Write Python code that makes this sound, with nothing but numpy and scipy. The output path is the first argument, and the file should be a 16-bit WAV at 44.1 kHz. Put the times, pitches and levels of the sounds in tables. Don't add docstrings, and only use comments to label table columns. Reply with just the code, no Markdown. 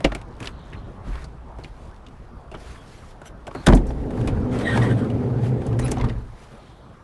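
import sys
import numpy as np
from scipy import signal
from scipy.fft import rfft, irfft, next_fast_len
from scipy.io import wavfile
from scipy.ndimage import uniform_filter1d, map_coordinates

SR = 44100
rng = np.random.default_rng(int(sys.argv[2]) if len(sys.argv) > 2 else 0)


def how_loud(loudness_db):
    steps = np.asarray(loudness_db, float) / 20
    return 10 ** steps


def store_wav(level_fs):
    pcm = np.round(np.clip(np.atleast_2d(level_fs), -1, 1) * 32767)
    wavfile.write(sys.argv[1], SR, pcm.T.astype(np.int16))


N = 310023


def unit(x):
    return x / np.sqrt(np.mean(x ** 2) + 1e-20)


def add(out, s, x):
    seat = out[max(round(s * SR), 0):][:len(x)]
    seat += x[:len(seat)]


def curve(rows):
    s, db = np.transpose(rows)
    return how_loud(np.interp(np.arange(N) / SR, s, db, left=-140, right=-140))


def wobble(rate, n=N):
    knots = rng.standard_normal(int(n * rate / SR) + 4)
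    return map_coordinates(knots, [np.arange(n) * rate / SR])


def swells(starts, lengths, levels_db, rise_s, t60):
    power = np.zeros(N)
    for s, hold, db in zip(starts, lengths, levels_db):
        t = np.arange(round((hold + 2 * t60) * SR)) / SR
        fade_db = db - 60 * np.clip(t - hold, 0, None) / t60
        add(power, s, (how_loud(fade_db) * np.clip(t / rise_s, 0, 1)) ** 2)
    return np.sqrt(power)


def filtered(x, response):
    m = next_fast_len(len(x) + min(len(x) // 3, 8192))
    return irfft(rfft(x, m) * response(np.fft.rfftfreq(m, 1 / SR)), m)[:len(x)]


def rush(spectrum, patchy_db, grit_db=0):
    z = signal.stft(rng.standard_normal(N), nperseg=512)[2]
    patches = uniform_filter1d(rng.standard_normal(z.shape), 5, 0)
    patches = unit(uniform_filter1d(patches, 10, 1))
    x = signal.istft(z * how_loud(patchy_db * patches), nperseg=512)[1][:N]
    x = x * how_loud(grit_db * wobble(150))
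    f, db = np.transpose(spectrum)
    return unit(filtered(x, lambda hz: how_loud(np.interp(np.log(hz + 1), np.log(f + 1), db))))


def peak(f, hz, width):
    return 1j * f * width / (hz * hz - f * f + 1j * f * width)


def body(modes):
    def response(f):
        rings = sum((-1) ** k * how_loud(db) * peak(f, hz, w) for k, (hz, w, db) in enumerate(modes))
        return rings / (1 + 1j * f / 1500) ** 2
    return response


def burst(t, t60, rise, response):
    fade = how_loud(-60 * t / max(t60, .004)) + 1.38 * how_loud(-60 * t / 0.02)
    x = filtered(rng.standard_normal(len(t)) * fade * (1 - np.exp(-t / rise)), response)
    return x / np.abs(x).max()


def jolt(t, response):
    x = filtered(1. * (t == 0), response)
    return x / np.abs(x).max()


# time_s, level_db
ROAD_LEVEL = [(0, -40), (1, -42), (2.3, -45.5), (3.4, -44), (6.4, -46.5), (7.03, -45.5)]
# pitch_hz, level_db (per Hz)
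ROAD_COLOUR = [(41, -37), (70, -2.5), (107, -3), (288, -11.5), (585, -15), (881, -15.5), (1190, -19),
               (2690, -39.5), (6000, -50.5), (7800, -77), (13200, -120)]


def traffic():
    return curve(ROAD_LEVEL) * rush(ROAD_COLOUR, patchy_db=2.5)


# time_s, level_db
WIND_LEVEL = [(0, -55), (.12, -37), (.3, -41.5), (.95, -41.5), (1.1, -30.5), (1.4, -42), (2.3, -42),
              (3.55, -46.5), (3.83, -21.5), (3.86, -25), (4.06, -30), (4.36, -30.5), (4.75, -38),
              (5.55, -45), (5.8, -29), (6.06, -23.5), (6.4, -43.5), (7.03, -54)]
# pitch_hz, level_db (per Hz)
BUFFET_COLOUR = [(12, -40), (20, -0.5), (48, 1), (63, 4.5), (81, -24), (130, -12), (170, -19), (290, -120)]


def wind():
    gusts = how_loud(1.6 * wobble(6)) * rush(BUFFET_COLOUR, patchy_db=-0.1)
    return curve(WIND_LEVEL) * how_loud(-0.5) * unit(gusts)


DRY_FROM_S, DRY_TO_S, TURNS_PER_S = 4.5, 5.03, 13.2


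def bite():
    u = np.clip((np.arange(N) / SR - DRY_FROM_S) / (DRY_TO_S - DRY_FROM_S), 0, 1)
    return np.abs(np.sin(np.pi * u ** 0.95)) ** 0.86


# time_s, level_db
DOOR_SPEED = [(3.76, -30.5), (3.9, -35), (4.26, -25.5), (4.4, -27.5), (4.8, -22), (5.05, -26),
              (5.85, -28.5), (6.07, -29.5), (6.3, -53.5)]
# start_s, length_s, hiss_db, rasp_db (re hiss)
RUBS = [(0, 0.19, -62, 14), (0.387, 0.1, -50.5, 8.5), (0.498, .38, -69, 10), (1.032, .2, -54, 6.5),
        (1.556, 0.13, -63.5, 7), (1.7, 0.29, -70, -4), (2.556, 0.56, -55.5, -7), (2.636, 0.13, -54, 5),
        (3.232, 0.042, -48.5, 1), (3.495, .25, -54.5, 3), (3.844, 0.064, -55, -13), (4.21, 0.067, -58, -10),
        (4.113, 0.18, -63, -9), (5.412, 0.056, -51.5, 1), (5.78, .16, -50, 1), (5.95, 0.18, -69.5, 19),
        (6.146, 0.34, -66.5, 5), (6.346, 0.099, -55, 2), (6.456, .25, -65, 7)]
# pitch_hz, level_db (per Hz)
HISS_COLOUR = [(2060, 0.5), (3500, -2), (7200, -8.5), (10500, -10.5), (11500, -10), (15000, -42),
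               (22000, -120)]
# pitch_hz, level_db (per Hz)
RASP_COLOUR = [(590, -45), (1000, 0.5), (1120, 0.5), (1570, -1.5), (5000, -21), (6500, -63), (11000, -120)]


def rubbing():
    s, hold, hiss_db, rasp_db = np.transpose(RUBS)
    rise_s, t60 = 0.05, 0.11
    roll, grip = curve(DOOR_SPEED), bite()
    hiss = swells(s, hold, hiss_db, rise_s, t60) + how_loud(-64.5) + roll * how_loud(-32.5) + grip * how_loud(-44.5)
    rasp = swells(s, hold, hiss_db + rasp_db, rise_s, t60) + how_loud(-66) + roll * how_loud(-21.5) + grip * how_loud(-37)
    sound = hiss * how_loud(-2.0) * rush(HISS_COLOUR, patchy_db=1.5, grit_db=1.0)
    sound += rasp * how_loud(-4.5) * rush(RASP_COLOUR, patchy_db=1.5, grit_db=2.0)
    t = np.arange(N) / SR
    dry = (t > DRY_FROM_S) * (t < DRY_TO_S)
    scrape_db = -2.2 * np.cos(2 * np.pi * TURNS_PER_S * (t - DRY_FROM_S)) * dry
    return sound * how_loud(scrape_db + 1.4 * wobble(12))


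# start_s, peak_db
CREAK = [(.2745, -56), (.2883, -52), (.3102, -49), (.3262, -47), (.3400, -47), (.3530, -48), (.3666, -48),
         (.3831, -48)]
# start_s, peak_db
CRACKLE = [(.5800, -56), (.5920, -54), (.6160, -53), (.6425, -51), (.6530, -54), (.6610, -50), (.6720, -53),
           (.6800, -52), (.7019, -51), (.7188, -53)]
# start_s, peak_db
STRAY = [(1.6, -46), (1.766, -54), (1.885, -50), (1.913, -46), (1.944, -48), (1.9635, -43), (1.978, -50),
         (2.0855, -40), (.492, -44), (3.857, -44), (4.205, -42)]
# start_s, peak_db
FINE_TICKS = [(4.016, -52), (4.058, -50), (4.112, -46), (4.156, -48), (4.245, -48), (4.265, -44), (3.478, -38),
              (3.914, -44), (3.667, -10.5), (0.051, -23), (4.5884, -29.5)]


def slips():
    out, t = np.zeros(N), np.arange(SR // 50) / SR
    specks = [(CREAK, 4000, 3000), (CRACKLE, 6500, 3200), (STRAY, 3200, 3500), (FINE_TICKS, 7800, 6000)]
    for rows, hz, width in specks:
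        for s, db in rows:
            noise = rng.standard_normal(len(t)) * how_loud(-60 * t / .009)
            grain = filtered(noise, lambda f: peak(f, hz, width) ** 2)
            add(out, s, how_loud(db - 3) * grain / np.abs(grain).max())
    return out


# pitch_hz, width_hz, level_db
HOUSING = [(348, 160, -1.5), (502, 130, -0.5), (596, 274, 0.5), (796, 420, -12.5)]
# start_s, peak_db, ring_hz, t60_s
CLICKS = [(.0441, -12.5, 2770, 0.071), (.4559, -26, 3430, 0.043), (.4723, -19.5, 2680, 0.025),
          (.7324, -37, 2100, .07), (1.1543, -32, 1010, 0.071), (1.637, -36, 3870, .03),
          (1.2206, -37.5, 1710, .078), (1.6447, -29, 2400, 0.04), (2.0648, -39, 2920, 0.064),
          (2.5486, -37, 3000, .084), (3.6844, -14, 1620, .06), (3.7245, -20, 1650, .05),
          (3.773, -33, 3400, .05), (4.7745, -14, 990, 0.028), (4.776, -24, 2100, 0.044),
          (5.862, -31.5, 2380, 0.048), (5.729, -32.5, 1590, 0.071), (5.9685, -36.5, 3000, 0.03),
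          (6.0117, -25, 2120, 0.038), (6.106, -40, 1900, .03), (5.983, -38, 3500, .03),
          (6.047, -30, 1050, .05), (5.794, -27, 900, 0.037), (5.932, -36, 2300, .03),
          (6.098, -31.5, 1900, .05)]
# start_s, peak_db, ring_hz, t60_s
SNAPS = [(.149, -22, 2360, 0.053), (.2144, -37.5, 2470, 0.03), (.403, -30.5, 2400, 0.028),
         (.4269, -31, 2600, 0.027), (.4444, -32, 2040, 0.08), (1.2424, -36.5, 4500, 0.07),
         (1.5858, -44, 1560, 0.14), (3.088, -62, 1510, 0.078), (3.2565, -38.5, 1490, 0.14),
         (3.4685, -31.5, 2760, .025), (3.6634, -20, 1800, 0.29), (3.6676, -11, 1570, 0.083),
         (3.668, -9, 3290, 0.024), (4.2123, -34.5, 1900, 0.044), (4.2745, -25, 2400, 0.1),
         (4.5884, -31.5, 3300, 0.02), (5.79, -28, 1890, 0.086), (6.0422, -33.5, 3450, 0.06),
         (5.881, -27.5, 1770, 0.047)]
# start_s, peak_db, ring_hz, t60_s
KNOCKS = [(.0044, -33, 2010, 0.028), (2.5149, -38.5, 2750, 0.18), (2.5406, -40, 2300, 0.045),
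          (3.2161, -38.5, 1460, 0.078), (3.4774, -33.5, 1580, 0.063), (3.5493, -30, 1920, 0.066),
          (3.7694, -33, 1900, 0.08), (4.1056, -36.5, 1670, 0.1), (4.1754, -40.5, 1650, 0.065),
          (5.0449, -36.5, 1750, 0.063), (5.1004, -36, 2900, 0.055), (5.4344, -42, 1610, 0.13),
          (5.6184, -38.5, 1830, 0.042)]
# start_s, peak_db, ring_hz, t60_s
SPITS = [(3.7491, -31, 1540, 0.11), (3.8674, -50, 1970, 0.37), (5.6654, -43.5, 2750, .12),
         (5.7955, -35.5, 1940, .05), (5.916, -26, 2260, 0.05), (5.911, -40, 3500, .03)]
# start_s, peak_db, ring_hz, t60_s
DULL = [(.1194, -23, 1800, .04), (.1225, -21, 740, .04), (3.5115, -29.5, 1150, .04),
        (3.9055, -27.5, 780, .05), (3.4705, -31.5, 760, .07), (6.0868, -35, 2600, .025),
        (6.095, -32.5, 2900, .026), (5.999, -25.5, 950, .05), (3.7335, -11, 600, .03),
        (4.277, -20.5, 1050, 0.062), (1.588, -34.5, 440, 0.044), (5.9705, -22, 780, .07)]


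def contacts():
    out, t = np.zeros(N), np.arange(SR // 6) / SR
    kinds = [(CLICKS, -25, -9), (SNAPS, -13.5, -1), (KNOCKS, -16.5, 8), (SPITS, 1.1, 7.4), (DULL, -37.5, -6)]

    def bright(f):
        return peak(f, 7240, 6700) ** 2

    for s, db, hz, t60, treble_db, knock_db in [(*row, *kind) for rows, *kind in kinds for row in rows]:
        def metal(f):
            ringing = peak(f, hz, 0.19 * hz) + 0.3 * peak(f, 3440, 2800)
            return ringing * peak(f, hz, 1.64 * hz) ** 2

        crack = 0.87 * burst(t, t60, 0.0005, metal)
        crack += 0.62 * jolt(t, lambda f: peak(f, 1.14 * hz, 1.5 * hz) ** 3)
        spit = jolt(t, bright) + burst(t, 0.2 * t60, 0.0003, bright)
        spit += 0.33 * burst(t, 0.91 * t60, 0.0047, bright)
        knock = burst(t, 2.0 * t60, 0.00057, body(HOUSING))
        ring = 0.38 * np.sin(2 * np.pi * hz * t) * how_loud(-60 * t / (0.63 * t60)) * (1 - np.exp(-t / 0.00093))
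        hit = crack + how_loud(treble_db + 7.5) * spit + how_loud(knock_db - 1.5) * knock + ring
        add(out, s, how_loud(db) * hit)
        rebound = burst(t, .7 * t60, .001, metal)
        rebound += how_loud(treble_db + 7) * burst(t, .3 * t60, .0008, bright)
        add(out, s + rng.uniform(.003, .009), how_loud(db - 14.5) * rebound)
    return out


# start_s, peak_db
BOLT = [
    (0.0398, -22),
    (0.0448, -6),
    (0.048, 2),
]
# pitch_hz, width_hz, level_db
DOOR_SKIN = [(73.6, 17, 4), (133, 65, 1), (278.5, 52, 2.5), (333.5, 72, 3.5), (384, 160, -2),
             (596, 170, -6.5), (945, 77, -9.5)]


def lock():
    out, t = np.zeros(N), np.arange(SR // 3) / SR
    for s, db in BOLT:
        housing = sum(how_loud(level - 28 * w * t * 0.64) * np.sin(2 * np.pi * hz * t) for hz, w, level in HOUSING)
        housing = how_loud(-2.5) * housing * (1 - np.exp(-t / 0.0014))
        rattle = 0.28 * burst(t, .09, 0.0016, body(HOUSING + DOOR_SKIN[1:3]))
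        crack = 0.22 * burst(t, 0.076, 0.00034, lambda f: peak(f, 2200, 1400) ** 2)
        thump = how_loud(-21.0 - 60 * t / 0.44) * np.sin(2 * np.pi * 48 * t)
        add(out, s, how_loud(db) * (housing + rattle + crack + thump))
    return out


# start_s, length_s, level_db, pitch_hz
TURNS = [(4.512, 0.076, -57, 1850), (4.588, 0.076, -52, 1850), (4.643, .035, -37, 1990),
         (4.66, .06, -27.5, 1870), (4.70, 0.085, -35.5, 1850), (4.72, 0.052, -33.5, 1564),
         (4.754, 0.043, -35, 1675), (4.811, 0.053, -36, 1860), (4.839, 0.064, -43, 1900),
         (4.893, 0.048, -39, 1560), (4.897, 0.048, -41, 1790), (4.964, 0.09, -54, 1600)]
# pitch_hz, roughness_hz, level_db
RAIL_RINGS = [(3160, 110, -52), (8450, 430, -60)]
# start_s, length_s, level_db, pitch_hz, roughness_hz
SQUEAKS = [(0.52, 0.48, -68, 3400, 220), (0.727, 0.035, -48.5, 2090, 390), (5.813, .03, -61, 5760, 100),
           (1.122, 0.11, -53, 1600, 401), (.76, 0.068, -67, 4150, 60), (2.772, 0.062, -60, 3300, 60),
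           (4.635, .14, -50, 3780, 60), (4.735, .06, -46, 3300, 200), (4.812, .025, -48, 3500, 80),
           (5.85, 0.039, -47, 2620, 50), (5.825, .04, -54, 2450, 60), (3.54, 0.14, -61.5, 4200, 148),
           (5.795, 0.074, -58, 8850, 60), (3.89, 0.013, -57, 5600, 60), (5.807, 0.027, -50, 2270, 150),
           (5.827, 0.031, -51, 3950, 40), (5.982, .012, -56, 6200, 250), (6.005, .04, -58, 3350, 50),
           (6.53, 0.49, -71, 3470, 200), (6.55, .4, -74, 4150, 180), (.51, .25, -71, 4150, 160),
           (5.853, .025, -58, 5150, 90), (5.8, .03, -58, 6300, 120)]
# start_s, length_s, level_db, roughness_hz
STACKS = [
    (3.243, .06, -54.5, 130),
    (5.83, .052, -44, 25),
]
# pitch_hz, level_db
STACK_PARTS = [
    [(2950, 0.5), (5950, -3), (7600, -7), (9300, -9), (11200, -6)],
    [(5100, -16), (7650, -21), (10250, 4.5)],
]
QUICK, EVEN, PEAKED = (.52, 0.84), (0.76, 1.3), (0.93, 3.6)


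def partials():
    tones = [(*row, QUICK) for row in SQUEAKS]
    for s, length, db, hz in TURNS:
        tones.append((s, length, db, hz, 42, EVEN))
        tones.append((s, length, db - 18, 2 * hz, 84, EVEN))
        for ring_hz, rough, ring_db in RAIL_RINGS:
            tones.append((s, length, ring_db + 0.4 * (db + 36), ring_hz, rough, QUICK))
    for (s, length, db, rough), parts in zip(STACKS, STACK_PARTS):
        for hz, part_db in parts:
            tones.append((s, length, db + part_db, hz, rough, PEAKED))
    return tones


def squeals():
    out = np.zeros(N)
    for s, length, db, hz, rough_hz, (lean, sharp) in partials():
        n = SR // 2 if length > .2 else SR // 8
        u = np.clip(np.arange(n) / SR / length, 0, 1)
        pitch = hz * (1 + .012 * (.5 - u)) + 0.396 * rough_hz * wobble(149.8, n)
        turn = 2 * np.pi * np.cumsum(pitch) / SR
        depth, rate = rough_hz / 80, 250 + 3 * rough_hz
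        tone = (1 + depth * wobble(rate, n)) * np.sin(turn) + depth * wobble(rate, n) * np.cos(turn)
        swell = np.abs(np.sin(np.pi * u ** lean)) ** sharp * (u < 1) * how_loud(2.3 * wobble(88, n))
        add(out, s, 1.88 * how_loud(db) * swell * tone / np.sqrt(1 + depth ** 2))
    return out


# start_s, length_s, level_db, pitch_hz, width_hz
DRONES = [(4.05, .85, -32.5, 248, 21), (4.33, .14, -28, 82, 14), (4.58, 0.31, -36, 505, 35),
          (4.55, 0.28, -38, 453, 25), (4.8, 0.27, -32, 207, 18), (5.15, 0.31, -38, 405, 25),
          (5.3, 0.34, -35.5, 215.2, 25), (5.5, 0.33, -39.5, 429.4, 27), (5.7, .15, -37, 351, 20),
          (4.64, .16, -39, 1850, 600), (4.81, .13, -43, 1900, 700), (4.6, .2, -50, 3500, 900),
          (5.95, .15, -40, 950, 500), (3.73, .09, -22, 260, 120)]


def drones():
    out = np.zeros(N)
    for s, length, db, hz, width in DRONES:
        u = np.arange(round(length * SR)) / (length * SR)
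        hum = unit(filtered(rng.standard_normal(len(u)), lambda f: peak(f, hz, width) ** 2))
        add(out, s, how_loud(db) * np.sin(np.pi * u) ** .6 * hum)
    return out


# start_s, peak_db, boom_db (re peak), clang_db (re peak), t60_s
BLOWS = [(.151, -24, -18, -3, 0.13), (.119, -19, -20, -6, .08), (0.406, -25, -20, -20, 0.15),
         (.421, -24, -20, -24, 0.13), (1.067, -23.5, 10, -19, 0.47), (1.584, -25.5, -20, -15, 0.058),
         (2.544, -27.5, -14, 1, 0.15), (3.47, -30, -23, -8, 0.32), (3.55, -19.5, -20, -4.5, 0.33),
         (3.676, 2, -2.5, -10, 0.17), (3.687, -4.5, -7, -8, 0.28), (3.699, -13, -4, 2.5, 0.25),
         (3.715, -13.5, 14, -12, 0.16), (3.724, -2.5, -17, -8, 0.076), (3.7325, -1.5, -9, -17, 0.11),
         (3.746, -6, -12, -32, 0.25), (3.899, -20, -9, -27, 0.14), (5.918, -14.5, -10, -14, 0.1),
         (5.968, -21.5, -4, -9, 0.57), (6.0, -22, -12, -5, 0.34), (6.039, -17.5, -14, -4, 0.28)]


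def clunk():
    out, t = np.zeros(N), np.arange(SR // 2) / SR
    bounce_hz, bounce_t60_s = 43, .3
    for s, db, boom_db, clang_db, t60 in BLOWS:
        skin = 0.84 * burst(t, t60, 0.0016, body(DOOR_SKIN)) + 0.56 * jolt(t, body(DOOR_SKIN))
        air = .5 * burst(t, 0.71 * t60, .003, lambda f: peak(f, 116.6, 94) ** 2)
        clang = burst(t, 0.66 * t60, 0.00029, lambda f: peak(f, 1140, 890) ** 2 * peak(f, 620, 1300))
        bounce = np.sin(2 * np.pi * bounce_hz * (s - 3.697 + t))
        bounce = bounce * how_loud(-60 * t / bounce_t60_s) * (1 - np.exp(-t / 0.005))
        add(out, s, how_loud(db - 4.5) * (skin + air + how_loud(clang_db) * clang + how_loud(boom_db - 3.5) * bounce))
    return out


# start_s, length_s, level_db
SURGES = [(3.756, 0.04, -28), (4.164, 0.14, -26), (4.324, 0.38, -31), (4.695, 0.31, -22),
          (5.023, 0.41, -25), (5.351, 0.17, -20.5), (5.641, 0.13, -19), (5.857, 0.078, -27),
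          (5.985, 0.047, -21.5)]
# time_s, pitch_hz
CABIN_NOTE = [(4.15, 130), (4.37, 107), (4.44, 131), (4.48, 118), (5.11, 120), (5.47, 131), (5.69, 111.9),
              (5.88, 127), (6.15, 111.2)]
# pitch_hz, level_db (per Hz)
PANEL_COLOUR = [(29, -59), (50, -10.5), (119, -2), (167, -6.5), (248, -3.5), (320, -10), (469, -10),
                (521, -15), (599, -20.5), (800, -19.5), (1040, -32.5), (1760, -120)]
# pitch_hz, level_db (per Hz)
RAIL_COLOUR = [(350, -24), (600, 3.5), (1370, -6), (1880, -8.5), (2500, -25), (3250, -58), (5500, -120)]
# pitch_hz, width_hz, level_db
ROLLING_SKIN = [(85, 14, -3), (242, 39, -3), (314, 46, -9.5), (419, 35, -2), (521, 44, 1)]


def rolling():
    surge = swells(*np.transpose(SURGES), rise_s=0.036, t60=0.61)
    note = np.interp(np.arange(N) / SR, *np.transpose(CABIN_NOTE)) + 2 * wobble(14)
    hum = np.sin(2 * np.pi * np.cumsum(note) / SR)
    churn = unit(filtered(rng.standard_normal(N), lambda f: peak(f, 116.9, 29) ** 2))
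    cabin = surge * unit(hum + .6 * churn)

    def skin(f):
        return 1 + 0.68 * sum(how_loud(db) * peak(f, hz, w) for hz, w, db in ROLLING_SKIN)

    speed = curve(DOOR_SPEED)
    rail = speed * how_loud(-18) + bite() * how_loud(-36.5)
    shaken = speed * how_loud(1.05) * unit(filtered(rush(PANEL_COLOUR, patchy_db=0.7), skin))
    shaken += rail * how_loud(-1.5) * rush(RAIL_COLOUR, patchy_db=5.0, grit_db=-0.5)
    return cabin + how_loud(.5 * wobble(16)) * shaken


def scene():
    background = traffic() + wind() + rubbing()
    details = slips() + contacts() + lock() + squeals()
    door = drones() + clunk() + rolling()
    return (background + details + door)[None]


def top_cut(x):
    return signal.sosfilt(signal.butter(12, 12270, fs=SR, output="sos"), x)


def record(dry):
    soft = dry[0] / (1 + np.abs(dry[0] / .92) ** 4) ** (1 / 4)
    dull = filtered(soft, lambda f: (f < 12270) / (1 + (f / 11500) ** 24))
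    return top_cut(dull[None])


dry = scene()
out = record(dry)
store_wav(out)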